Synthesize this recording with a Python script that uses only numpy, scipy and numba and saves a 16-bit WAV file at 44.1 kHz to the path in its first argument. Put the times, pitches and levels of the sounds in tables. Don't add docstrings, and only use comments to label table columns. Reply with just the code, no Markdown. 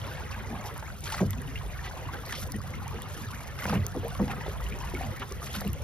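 import sys
import numpy as np
from scipy import signal
from scipy.fft import rfft, irfft, next_fast_len
from scipy.io import wavfile
from scipy.ndimage import uniform_filter1d
from numba import njit

SR = 44100
rng = np.random.default_rng(int(sys.argv[2]) if len(sys.argv) > 2 else 0)


def put_to_file(sound):
    columns = np.atleast_2d(sound).T
    safe = np.clip(columns, -1, 1)
    whole_steps = np.round(safe * 32767)
    wavfile.write(sys.argv[1], SR, whole_steps.astype(np.int16))


N = 257103
TIME = np.arange(N) / SR


# start in seconds, level in dB, pitch in Hz, swell in seconds,
# falling time in seconds, hull boom in dB against the gulp, burble in dB against the gulp.
GULPS = [(0.495, -33, 240, 0.041, 0.032, -2, 9.5), (1.204, -16, 190.5, 0.016, 0.072, -7.5, 5.5),
         (1.245, -34.5, 199, 0.024, .16, 4, -3), (1.364, -35, 255, 0.025, 0.059, -7, 1.5),
         (2.535, -30, 213, 0.016, 0.15, 0.5, 4.5), (2.927, -45.5, 324, 0.014, 0.096, -11, 17),
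         (3.653, -29.5, 192, 0.0071, 0.14, -9, 1), (3.698, -25, 202.7, 0.01, 0.19, -4, -5),
         (3.724, -24, 174.6, 0.015, 0.17, 1.5, 9), (3.750, -23.5, 211, .008, 0.15, 5.5, -5),
         (3.948, -33.5, 272.4, 0.021, 0.21, 4, 17.5), (4.194, -20, 200.8, 0.012, 0.21, -8.5, 7.5),
         (4.228, -26.5, 246, 0.01, 0.08, -8, -4), (4.936, -27.5, 362, 0.0056, 0.074, -38, 1),
         (5.562, -32.5, 201, 0.013, 0.17, -50, -27), (5.647, -26.5, 201.5, 0.019, 0.11, -2, 3)]
DEEP_LOBE_DELAY_S, DEEP_LOBE_DB, DEEP_LOBE_PITCH, DEEP_LOBE_T60_S = 0.01225, -8, 0.744, 0.09
# start in seconds, level in dB, pitch in Hz,
# falling time in seconds, glide as a share of the pitch.
PLOPS = [(0.319, -31, 2680, 0.018, -0.076), (0.362, -22, 850, 0.028, 0.2), (0.547, -30, 1180, .04, .1),
         (0.65, -22.5, 810, 0.058, 0.32), (0.681, -30, 850, .04, .1), (0.825, -25, 874, 0.12, 0.21),
         (0.901, -24, 1440, 0.036, 0.22), (1.066, -30, 2380, .02, 0.069), (1.073, -22, 1620, 0.023, -0.022),
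         (1.09, -22, 1680, .022, 0.067), (1.102, -20, 1390, .02, .15), (1.122, -18, 884, 0.09, 0.072),
         (1.142, -16, 1320, 0.026, .1), (1.145, -20, 780, .025, .1), (1.180, -20, 1220, .03, 0.1),
         (1.191, -17, 1180, .02, 0.065), (1.193, -21, 1850, 0.023, .1), (1.211, -22, 690, 0.023, -0.14),
         (1.224, -18, 547, 0.063, -.1), (1.382, -31, 2560, .02, .1), (1.476, -30.5, 2820, .025, 0.32),
         (1.555, -22, 2100, .022, .05), (1.557, -20.5, 2730, 0.043, 0.14), (1.610, -24, 1054, 0.049, .1),
         (1.791, -21.5, 1740, 0.032, .2), (1.875, -24.5, 1950, 0.05, 0.058), (1.911, -27, 1440, .035, 0.14),
         (2.052, -26.5, 950, .045, .1), (2.087, -21.5, 1046, 0.066, 0.46), (2.167, -28, 1880, 0.036, 0.093),
         (2.295, -25, 2050, 0.04, -0.11), (2.322, -17.5, 1720, 0.029, 0.3), (2.422, -29, 1400, .03, .1),
         (2.453, -26.5, 760, 0.037, 0.046), (2.487, -28, 978, 0.12, 0.13),
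         (2.541, -25.5, 1870, 0.073, 0.16), (2.737, -23, 2120, 0.036, 0.038), (2.945, -25, 443, 0.17, 0.32),
         (3.013, -29.5, 1870, .035, 0.058), (3.056, -26, 1195, 0.053, 0.065),
         (3.303, -26, 1025, .04, 0.059), (3.620, -20.5, 2000, 0.025, -.1), (3.623, -21, 1520, 0.041, -.4),
         (3.654, -13, 1560, .012, 0.055), (3.654, -19, 430, 0.028, .1), (3.633, -23, 1154, 0.066, -.1),
         (3.681, -24, 590, 0.035, .3), (3.696, -13, 1230, 0.019, 0.1), (3.728, -17, 740, 0.027, 0.12),
         (3.957, -20, 397, .035, -0.25), (4.031, -17.5, 480, 0.067, -0.064), (4.046, -15, 463, 0.13, 0.047),
         (4.122, -26, 685, 0.1, 0.36), (4.150, -23, 1106, 0.056, 0.2), (4.198, -17, 790, 0.035, -0.2),
         (4.222, -21, 525, 0.061, -0.31), (4.28, -23, 850, .035, 0.26), (4.297, -18.5, 790, 0.049, 0.067),
         (4.314, -22.5, 770, 0.047, -0.012), (4.314, -20, 1800, 0.033, .05),
         (4.408, -24, 1920, 0.034, -0.026), (4.41, -25, 866, 0.037, .1), (4.463, -20.5, 590, 0.031, -0.22),
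         (4.481, -20.5, 417, .06, 0.16), (4.664, -25.5, 2800, 0.032, 0.33), (4.723, -20, 2340, 0.025, 0.11),
         (4.811, -23.5, 987, 0.046, 0.23), (4.843, -26, 927, 0.045, .2), (4.949, -20, 2210, 0.059, 0.05),
         (5.009, -17, 740, 0.058, 0.15), (5.043, -25, 770, 0.11, 0.17), (5.218, -19.5, 1115, 0.038, 0.15),
         (5.313, -24.5, 400, 0.05, 0.025), (5.318, -26.5, 1104, 0.041, 0.24),
         (5.419, -23.5, 1170, 0.06, 0.18), (5.429, -24.5, 1290, .03, .05), (5.564, -27, 1020, .04, .1),
         (5.672, -23.5, 2760, 0.014, 0.078), (5.734, -24.5, 2680, 0.011, 0.2)]
# start in seconds, peak in dB, pitch in Hz,
# falling time in seconds.
SLAPS = [(0.312, -33, 2740, 0.11), (0.826, -34, 1720, 0.03), (1.039, -30, 4350, .02),
         (1.057, -29, 3930, 0.016), (1.069, -31, 1810, 0.071), (1.1, -32, 4600, .018),
         (1.122, -25, 4540, 0.027), (1.146, -38, 4000, 0.019), (1.177, -34, 4300, .02),
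         (1.185, -31, 4150, 0.017), (1.208, -35, 620, 0.098), (1.211, -28.5, 1480, 0.044),
         (1.331, -31, 1710, 0.033), (1.558, -45, 2500, 0.042), (2.293, -31, 2030, 0.028),
         (2.325, -24.5, 2070, 0.047), (2.352, -31, 3900, 0.11), (2.736, -34, 1820, 0.05),
         (3.588, -27.5, 2020, 0.053), (3.655, -24, 1700, 0.011), (3.678, -31, 1510, 0.02),
         (3.696, -27, 1370, 0.016), (3.728, -26, 670, .14), (3.951, -30, 520, 0.1),
         (4.03, -31.5, 520, 0.028), (4.198, -27, 740, 0.036), (4.279, -31, 2880, 0.045),
         (4.313, -29.5, 1880, 0.053), (4.462, -28.5, 957, 0.06), (5.47, -32, 1990, .03),
         (5.548, -27.5, 2440, .04), (5.614, -27.5, 987, 0.022)]
# start in seconds, length in seconds, average (rms) level
# in dB, centre in Hz.
SWASHES = [(0.0, 0.18, -50, 895), (0.024, 0.2, -52.5, 3600), (0.45, 0.14, -46, 299), (0.52, 0.22, -45, 810),
           (1.036, 0.052, -53, 4150), (1.054, 0.17, -47.5, 1680), (1.113, 0.05, -43, 4800),
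           (1.216, 0.03, -39, 546), (1.241, 0.066, -48, 325), (1.825, 0.067, -45.5, 2780),
           (2.317, 0.094, -45.5, 3250), (2.987, 0.31, -64, 3200), (3.60, 0.047, -58, 1860),
           (3.712, 0.076, -40.5, 1800), (3.723, 0.042, -33, 770), (3.761, 0.041, -43, 473),
           (3.808, 0.088, -48, 1090), (3.982, 0.17, -53.5, 3250), (4.237, 0.17, -42, 179.6),
           (4.439, 0.093, -52.5, 3000), (4.90, 0.13, -50, 670), (4.942, 0.04, -54, 2200),
           (5.196, 0.042, -43.5, 2400), (5.517, 0.07, -45.5, 3600), (5.63, 0.047, -43, 590)]
# start in seconds, length in seconds,
# loudest bubble in dB, first pitch in Hz, last pitch in Hz.
TRICKLES = [(0.321, .03, -33.5, 2720, 2190), (0.518, .035, -36, 593, 1160), (0.64, .06, -36, 776, 1000),
            (0.843, .035, -38, 1710, 2420), (1.273, .07, -39, 1860, 1960), (2.855, .03, -38.5, 700, 1280),
            (2.955, .02, -38.5, 1900, 2800), (3.017, .02, -37.5, 3200, 3600),
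            (3.327, .022, -35, 1190, 1930), (3.372, .04, -38.5, 2300, 1960),
            (3.744, .035, -34.5, 2500, 3000), (4.053, .035, -39, 734, 1120)]
# start in seconds, level in dB, pitch in Hz.
TICKS = [(0.309, -33, 4300), (0.659, -31, 5360), (0.779, -26.5, 11400), (1.007, -26, 8600),
         (1.307, -17.5, 12500), (1.418, -28, 10300), (2.143, -27, 3080), (2.263, -25, 8900),
         (2.325, -19.5, 5730), (2.414, -24, 8050), (2.474, -29, 12900), (2.5197, -17.5, 9800),
         (2.521, -22, 5030), (2.564, -24.5, 9300), (2.617, -30, 4960), (2.706, -29, 7240),
         (2.88, -25.5, 6400), (3.02, -20.5, 7600), (3.031, -32, 6100), (3.655, -27, 7130),
         (3.866, -13, 6170), (3.883, -30, 12500), (3.964, -32, 5530), (4.082, -22, 11200),
         (4.151, -27, 3140), (4.31, -37, 7670), (4.609, -26, 14800), (4.688, -29, 8500),
         (4.789, -28.5, 6200), (5.323, -23.5, 5650), (5.428, -25.5, 9400), (5.609, -19, 13100),
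         (5.678, -21, 12100), (5.732, -16.5, 12500)]

# start in seconds, level in dB.
NUDGES = [(0.0, -32), (0.44, -32.5), (1.572, -33), (2.05, -31.5), (2.66, -41), (3.25, -30), (4.529, -37),
          (4.789, -39), (5.059, -31)]
# pitch in Hz, level in dB, falling time in seconds.
HULL_NOTES = [(96.85, -1, 0.27), (132.2, -9, 0.17)]
BOOM_DELAY_S, BOOM_SWELL_S = 0.0225, 0.033
# pitch in Hz, width in Hz, level in dB.
HULL_MODES = [(140.4, 20, -6.5), (203, 37, -4), (259, 10.7, -1), (406, 6.8, -1.5), (492, 10.4, -3.5),
              (764, 7.3, -33)]

# blade entry in seconds, entry length in seconds,
# spray in dB, churn in dB, pull length in seconds, hull rumble in dB, time when the dripping is at its fullest
# in seconds, drips in dB.
STROKES = [(-0.5, 0.11, -48, -45, 0.85, -52, 0.35, -72), (1.056, 0.15, -46, -44, 0.4, -40.5, 4.9, -68),
           (2.286, 0.15, -48.5, -47.5, 0.5, -40.5, 3.1, -52.5),
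           (3.614, 0.13, -46, -45, 1.43, -41, 4.8, -56), (5.437, 0.2, -48, -51, .4, -39, 4.3, -71)]
ENTRY_ATTACK_S, ENTRY_RELEASE_S = 0.044, 0.18
PULL_ATTACK_S, PULL_RELEASE_S = 0.37, 0.49
DRIP_ATTACK_S, DRIP_HOLD_S, DRIP_RELEASE_S = 0.043, 0.25, 0.27
# start in seconds, slosh in dB, spray in dB.
WAVELETS = [(0.66, -61, -47), (1.85, -40, -51), (2.138, -39, -69), (3.689, -39, -41.5), (4.304, -37.5, -50),
            (4.785, -47, -63), (5.01, -43.5, -56), (5.218, -39, -69), (5.545, -38, -41.5)]
WAVELET_ATTACK_S, WAVELET_HOLD_S, WAVELET_RELEASE_S = 0.014, 0.016, 0.12
# time in seconds, level in dB.
CHOP = [(0.0, -43), (0.68, -45.5), (0.89, -48), (1.15, -63), (1.28, -50.5), (1.46, -48.5), (2.03, -45),
        (2.47, -51), (2.61, -51), (2.68, -46), (3.15, -45.5), (3.39, -47), (4.11, -47.5), (4.34, -43.5),
        (4.55, -45.5), (5.1, -44), (5.24, -49), (5.6, -50.5), (5.83, -49.5)]
SLOSH_OVER_CHOP_DB = 1.5
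SEA_SPRAY_DB, SEA_SPRAY_FOLLOWS = -55.5, 0.16
LAP_DB, LAP_FOLLOWS, LAP_PULL_DB = -49, 0.98, -9
GLIDE_RUMBLE_DB = -40.5
RIPPLE_DB, RIPPLES_PER_S = 0.48, 20
SPATTER_DB = -0.5
SPURT_DB, SPURTS_PER_S = 2.5, 70

# pitch in Hz, relative level in dB.
SLOSH = [(300, -3.5), (500, 0.5), (800, 0.5), (1200, 0.5), (1900, -1.5), (2500, -8.5), (3500, -14),
         (6000, -35)]
SPRAY = [(1500, -8), (3000, 0), (4500, 0), (6500, -1), (9000, -7.5), (12500, 1), (16000, -32)]
FIZZ = [(1800, -12), (3000, 3.5), (4500, -1.5), (6500, 0), (10000, -8), (14000, -1.5)]
SPATTER = [(1200, -11), (2000, 22.5), (3000, -21), (4500, 11.5), (6500, -49)]
LAPPING = [(130, 3), (200, 4), (300, -5.5), (450, -4), (650, -11.5), (1100, -2)]
RUMBLE = [(45, -6), (65, 2), (80, 2), (97, 1.5), (120, -5), (150, -4.5), (200, -17), (400, -27.5)]
BUFFET = [(20, -15), (32, -12), (45, 4), (58, 9), (75, -3), (120, -23)]
# time in seconds, level in dB before WIND_DB is added.
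BREEZE = [(0.0, -75), (0.18, -72), (0.29, -46.5), (0.71, -62), (1.54, -45), (3.36, -66), (4.25, -40.5),
          (4.35, -87), (4.55, -40), (5.83, -59)]
WIND_DB = 6

# pitch in Hz, level in dB.
WIDTH = [(60, -5), (130, 2.5), (300, 3), (700, 3.5), (1300, 7.5), (2500, 12.5), (5000, 15), (15000, 6)]
# pitch in Hz, level in dB.
PORT_SKEW = [(900, -8), (1500, 7), (2300, -1), (2650, 18), (4000, 11), (6000, 22.5), (8000, 28), (15500, 0)]
# pitch in Hz, level in dB.
MID_RESPONSE = [(15, -2), (6200, -1.5), (6900, -9), (7800, -24.5), (8700, -9), (9400, 1), (13200, -3),
                (14200, -2), (15500, -28)]
SIDE_RESPONSE = [(15, 2), (9000, -24), (10200, -18.5), (11400, -33), (12600, -22), (13800, -14), (16000, 8)]
CUTOFF_HZ = 16000


def from_db(db):
    return 10 ** (np.asarray(db) / 20)


def rms_one(x):
    return x / np.sqrt(np.mean(x ** 2) + 1e-20)


def in_time(rows):
    s, *columns = np.transpose(rows)
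    return [np.interp(TIME, s, c) for c in columns]


def at_hz(points, hz):
    f, db = np.transpose(points)
    return from_db(np.interp(np.log(hz + 1), np.log(f), db))


def colour(x, points):
    size = next_fast_len(N + 4096)
    hz = np.arange(size // 2 + 1) * SR / size
    low_end = np.minimum(1, hz / points[0][0]) ** 2
    high_end = np.maximum(1, hz / points[-1][0]) ** 2
    return irfft(rfft(x, size) * at_hz(points, hz) * low_end / high_end, size)[..., :N]


def band_noise(noise, order, low_hz, high_hz):
    edges = np.clip([low_hz, high_hz], 50, 15000)
    return signal.sosfilt(signal.butter(order, edges, "band", fs=SR, output="sos"), noise)


def drift(rate):
    knots = rng.standard_normal(4000)
    return rms_one(np.interp(TIME * rate, np.arange(len(knots)), knots))


def add(out, s, sound):
    i = max(0, int(s * SR))
    part = sound[:max(0, N - i)]
    out[i:i + len(part)] += part


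def swell_up(s, attack, hold, release):
    rise = np.clip(1 + (TIME - s) / attack, 0, 1)
    return rise * from_db(-60 * np.clip((TIME - s - hold) / release, 0, 3))


def together_db(gains):
    return 10 * np.log10(sum(g ** 2 for g in gains) + 1e-12)


def two_places(x):
    return np.stack([x, np.roll(x, N // 2)])


def bubble(hz, t60, rise, swell):
    t = np.arange(int((t60 + swell) * SR) + 2) / SR
    swelling = np.sin(np.pi / 2 * np.minimum(t / swell, 1)) ** 2
    dying = np.exp(-np.log(1000) * np.maximum(t - swell, 0) / t60)
    return swelling * dying * np.sin(2 * np.pi * hz * t * (1 + rise * t / (2 * t60)))


@njit
def ring_bubbles(starts, gains, poles, glides, swells, lengths, size):
    out = np.zeros(size)
    for k in range(len(starts)):
        state, pole = gains[k] + 0j, poles[k]
        for i in range(starts[k], min(size, starts[k] + lengths[k])):
            out[i] += state.imag * min(1.0, (i - starts[k]) / swells[k])
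            state *= pole
            pole *= glides[k]
    return out


def bubble_cloud(spectrum, cycles, spread_db, rise, count, size=5, swell_cycles=1):
    families = rng.random((count // size, 3))
    born, smallness, vigour = np.repeat(families, size, axis=0).T
    late, detune, damping, glide, sign, strength = rng.random((len(born), 6)).T
    lowest, highest = np.sqrt(spectrum[0][0]), np.sqrt(spectrum[-1][0])
    family_hz = (lowest * (1 - smallness) + highest * smallness) ** 2
    hz = family_hz * 2 ** ((detune - .5) / 2)
    loud = from_db(spread_db * np.minimum(-np.log(vigour), 3)) * (strength + .5)
    gain = at_hz(spectrum, hz) * hz ** (3 / 4) * loud * np.sign(sign - .5)
    turn = 2 * np.pi * hz / SR
    life = cycles * (.5 + 2 * damping ** 2) * SR / hz
    poles = np.exp(1j * turn - np.log(1000) / life)
    glides = np.exp(2j * turn * rise * glide ** 2 / life)
    starts = (born * N + late ** 2 * SR / 40).astype(int)
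    out = ring_bubbles(starts, gain, poles, glides, swell_cycles * SR / hz, life.astype(int), N)
    return out / np.sqrt(uniform_filter1d(out ** 2, SR // 20) + np.mean(out ** 2) / 10)


def gulps(burble_s, burble_top_hz, burble_low_hz, count):
    out = np.zeros(N)
    for s, db, hz, swell, t60, boom_db, burble_db in GULPS:
        add(out, s, from_db(db) * bubble(hz, t60, -0.053, swell))
        smaller_lobe = bubble(1.212 * hz, t60, -0.27, swell)
        add(out, s + 0.00483, from_db(db - 12.5) * smaller_lobe)
        deep_lobe = bubble(DEEP_LOBE_PITCH * hz, DEEP_LOBE_T60_S, 0, swell)
        add(out, s + DEEP_LOBE_DELAY_S, from_db(db + DEEP_LOBE_DB) * deep_lobe)
        add(out, s + BOOM_DELAY_S, boom(db + boom_db))
        for k, (late, detune, strength) in enumerate(rng.random((count, 3))):
            age = (k + late) / count
            f = burble_top_hz * (burble_low_hz / burble_top_hz) ** age * 2 ** (detune - .5)
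            gain = from_db(db + burble_db - 16.0 + 5.5 * strength - 5.7 * abs(2 * age - 1))
            add(out, s + burble_s * age ** 2, (-1) ** k * gain * bubble(f, 14 / f, 0.024, .5 / f))
    return out


def plops(scatter_s, octaves, count):
    out = np.zeros(N)
    for s, db, hz, t60, glide in PLOPS:
        add(out, s, from_db(db - 10.5) * bubble(hz, t60, glide, 0.0016))
        for late, detune, strength in rng.random((count, 3)):
            f = hz * 2 ** (octaves * (detune - .35))
            gain = from_db(db - 18.5 + 2.5 * strength)
            add(out, s + scatter_s * late ** 2, gain * bubble(f, 14 / f, 0.4, .5 / f))
    return out


def slaps(octaves, crack_db, count):
    out, t = np.zeros(N), TIME[:SR // 8]
    for s, db, hz, t60 in SLAPS:
        crack = rng.standard_normal(len(t)) * from_db(crack_db - 60 * t / t60)
        burst = band_noise(crack, 1, hz / 2, hz * 2)
        for late, detune, strength in rng.random((count, 3)):
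            f = hz * 2 ** (octaves * (detune - .5))
            gain = (2 * strength - 1) * from_db(-14 * late ** 2)
            add(burst, t60 * late ** 2 / 2, gain * bubble(f, 18 / f, 0.4, .5 / f))
        add(out, s, from_db(db) * burst / np.abs(burst).max())
    return out


def swashes(octaves, wash_db, spread_db, count):
    out = np.zeros(N)
    for s, length_s, db, hz in SWASHES:
        t = TIME[:int(length_s * SR)]
        rush = band_noise(rng.standard_normal(SR), 2, hz / 1.5, hz * 1.5)[:len(t)]
        crowd = np.zeros(N)
        for k, (late, detune, strength) in enumerate(rng.random((count, 3))):
            f = hz * 2 ** (octaves * (detune - .5))
            gain = (-1) ** k * from_db(spread_db * strength ** 2)
            add(crowd, length_s * (k + late) / count, gain * bubble(f, 34 / f, 0.037, .5 / f))
        foam = rms_one(rms_one(crowd[:len(t)]) + from_db(wash_db) * rms_one(rush))
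        add(out, s, from_db(db) * foam * np.sqrt(np.sin(np.pi * t / length_s)))
    return out


def trickles(scatter_octaves, cycles, count):
    out = np.zeros(N)
    for s, length_s, db, first_hz, last_hz in TRICKLES:
        for k, (late, detune, strength) in enumerate(rng.random((count, 3))):
            age = (k + late) / count
            f = first_hz * (last_hz / first_hz) ** age * 2 ** (scatter_octaves * (detune - .5))
            gain = from_db(db - 8.7 * strength)
            add(out, s + length_s * age, gain * bubble(f, cycles / f, 0.21, 3 / f))
    return out


def ticks(t60, crack_db, crack_low_hz):
    out, t = np.zeros(N), TIME[:SR // 50]
    bright = signal.butter(2, crack_low_hz, "high", fs=SR, output="sos")
    for s, db, hz in TICKS:
        add(out, s, from_db(db - 7.5) * bubble(hz, t60, 0.06, 0.000067))
        noise = rng.standard_normal(len(t)) * from_db(-60 * t / t60)
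        add(out, s, from_db(db + crack_db) * signal.sosfilt(bright, noise))
    return out


def boom(db):
    out = np.zeros(N)
    for hz, note_db, t60 in HULL_NOTES:
        add(out, 0, from_db(db + note_db) * bubble(hz, t60, 0, BOOM_SWELL_S))
    return out[:SR // 2]


def nudges():
    out = np.zeros(N)
    for s, db in NUDGES:
        add(out, s, boom(db))
    return out


def hull(x):
    out = np.zeros(N)
    for hz, width_hz, db in HULL_MODES:
        b, a = signal.iirpeak(hz, hz / width_hz, fs=SR)
        out += from_db(db) * signal.lfilter(b, a, x)
    return out


def water_levels():
    chop_db, = in_time(CHOP)
    swing_db = chop_db - chop_db.mean()
    churn = [from_db(chop_db + SLOSH_OVER_CHOP_DB)]
    drops = [from_db(SEA_SPRAY_DB + SEA_SPRAY_FOLLOWS * swing_db)]
    laps = [from_db(LAP_DB + LAP_FOLLOWS * swing_db)]
    rumble = [from_db(GLIDE_RUMBLE_DB)]
    for s, entry_s, spray_db, churn_db, pull_s, pull_db, drip_full_s, drips_db in STROKES:
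        entry = swell_up(s, ENTRY_ATTACK_S, entry_s, ENTRY_RELEASE_S)
        pull = swell_up(s + entry_s, PULL_ATTACK_S, pull_s, PULL_RELEASE_S)
        dripping = swell_up(drip_full_s, DRIP_ATTACK_S, DRIP_HOLD_S, DRIP_RELEASE_S)
        churn.append(from_db(churn_db) * entry)
        drops += [from_db(spray_db) * entry, from_db(drips_db) * dripping]
        laps.append(from_db(pull_db + LAP_PULL_DB) * pull)
        rumble.append(from_db(pull_db) * pull)
    for s, churn_db, spray_db in WAVELETS:
        breaking = swell_up(s, WAVELET_ATTACK_S, WAVELET_HOLD_S, WAVELET_RELEASE_S)
        churn.append(from_db(churn_db) * breaking)
        drops.append(from_db(spray_db) * breaking)
    return [together_db(layer) for layer in (churn, drops, laps, rumble)]


def spatter():
    level = np.zeros(N)
    for s, entry_s, spray_db, *_ in STROKES:
        entry = swell_up(s, ENTRY_ATTACK_S, entry_s, ENTRY_RELEASE_S)
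        level += from_db(spray_db + SPATTER_DB) * entry
    spurts = from_db(SPURT_DB * drift(SPURTS_PER_S))
    drops = bubble_cloud(SPATTER, cycles=44, spread_db=5.5, rise=0.082, count=2000)
    return level * spurts * two_places(drops)


def slosh(level_db, wash_db):
    near = bubble_cloud(SLOSH, cycles=50, spread_db=2.7, rise=.09, count=8000, swell_cycles=3)
    wash = rms_one(colour(rng.standard_normal(N), SLOSH))
    return from_db(level_db - 1.5) * two_places(near + from_db(wash_db) * wash)


def spray(level_db, drops_per_s, clump_db, fizz_db):
    drops = (rng.random(N) < drops_per_s / SR) * rng.laplace(0, 1, N)
    clumps = from_db(clump_db * drift(90))
    patter = rms_one(colour(drops * clumps, SPRAY))
    fizz = bubble_cloud(FIZZ, cycles=75, spread_db=4.4, rise=.05, count=7500)
    far_hiss = from_db(-62.0) * rng.standard_normal((2, N))
    return from_db(level_db - 2.0) * two_places(patter + from_db(fizz_db) * fizz) + far_hiss


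def lapping(level_db):
    laps = bubble_cloud(LAPPING, cycles=17.8, spread_db=4.0, rise=0.382, count=1000, swell_cycles=1.97)
    return from_db(level_db) * two_places(laps)


def hull_rumble(level_db):
    return from_db(level_db) * two_places(rms_one(colour(rng.standard_normal(N), RUMBLE)))


def wind():
    breeze_db, = in_time(BREEZE)
    buffeting = rms_one(colour(rng.standard_normal(N), BUFFET))
    return from_db(breeze_db + WIND_DB) * two_places(buffeting)


def scene():
    slosh_db, spray_db, lap_db, rumble_db = water_levels()
    paddle = gulps(burble_s=.045, burble_top_hz=802, burble_low_hz=244, count=14)
    paddle += plops(scatter_s=0.027, octaves=0.73, count=6)
    paddle += slaps(octaves=2.04, crack_db=-7.5, count=16)
    paddle += swashes(octaves=1.35, wash_db=-4.0, spread_db=10.5, count=60)
    paddle += trickles(scatter_octaves=0.15, cycles=37, count=6)
    paddle += ticks(t60=0.0035, crack_db=-6, crack_low_hz=6000)
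    paddle += nudges()
    ripple_db = RIPPLE_DB * drift(RIPPLES_PER_S)
    sea = slosh(slosh_db + ripple_db, wash_db=-4)
    sea += spray(spray_db + ripple_db, drops_per_s=5400, clump_db=3.5, fizz_db=-1.0)
    ahead, around = sea + spatter() + lapping(lap_db) + hull_rumble(rumble_db) + wind()
    echo = from_db(-9) * np.interp(TIME - .0037, TIME, paddle, left=0)
    middle = paddle + ahead + hull(paddle + ahead)
    return middle + colour(around + echo, WIDTH) * [[1], [-1]]


def record(dry):
    mid, side = (dry[0] + dry[1]) / 2, (dry[0] - dry[1]) / 2
    skew = colour(mid, PORT_SKEW)
    quarter_cycle_late = np.imag(signal.hilbert(skew, next_fast_len(N)))[:N]
    side = colour(side - quarter_cycle_late, SIDE_RESPONSE)
    mid = colour(mid, MID_RESPONSE)
    low_pass = signal.ellip(10, .2, 80, CUTOFF_HZ, fs=SR, output="sos")
    return signal.sosfilt(low_pass, mid + side * [[1], [-1]])


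dry = scene()
out = record(dry)
put_to_file(out)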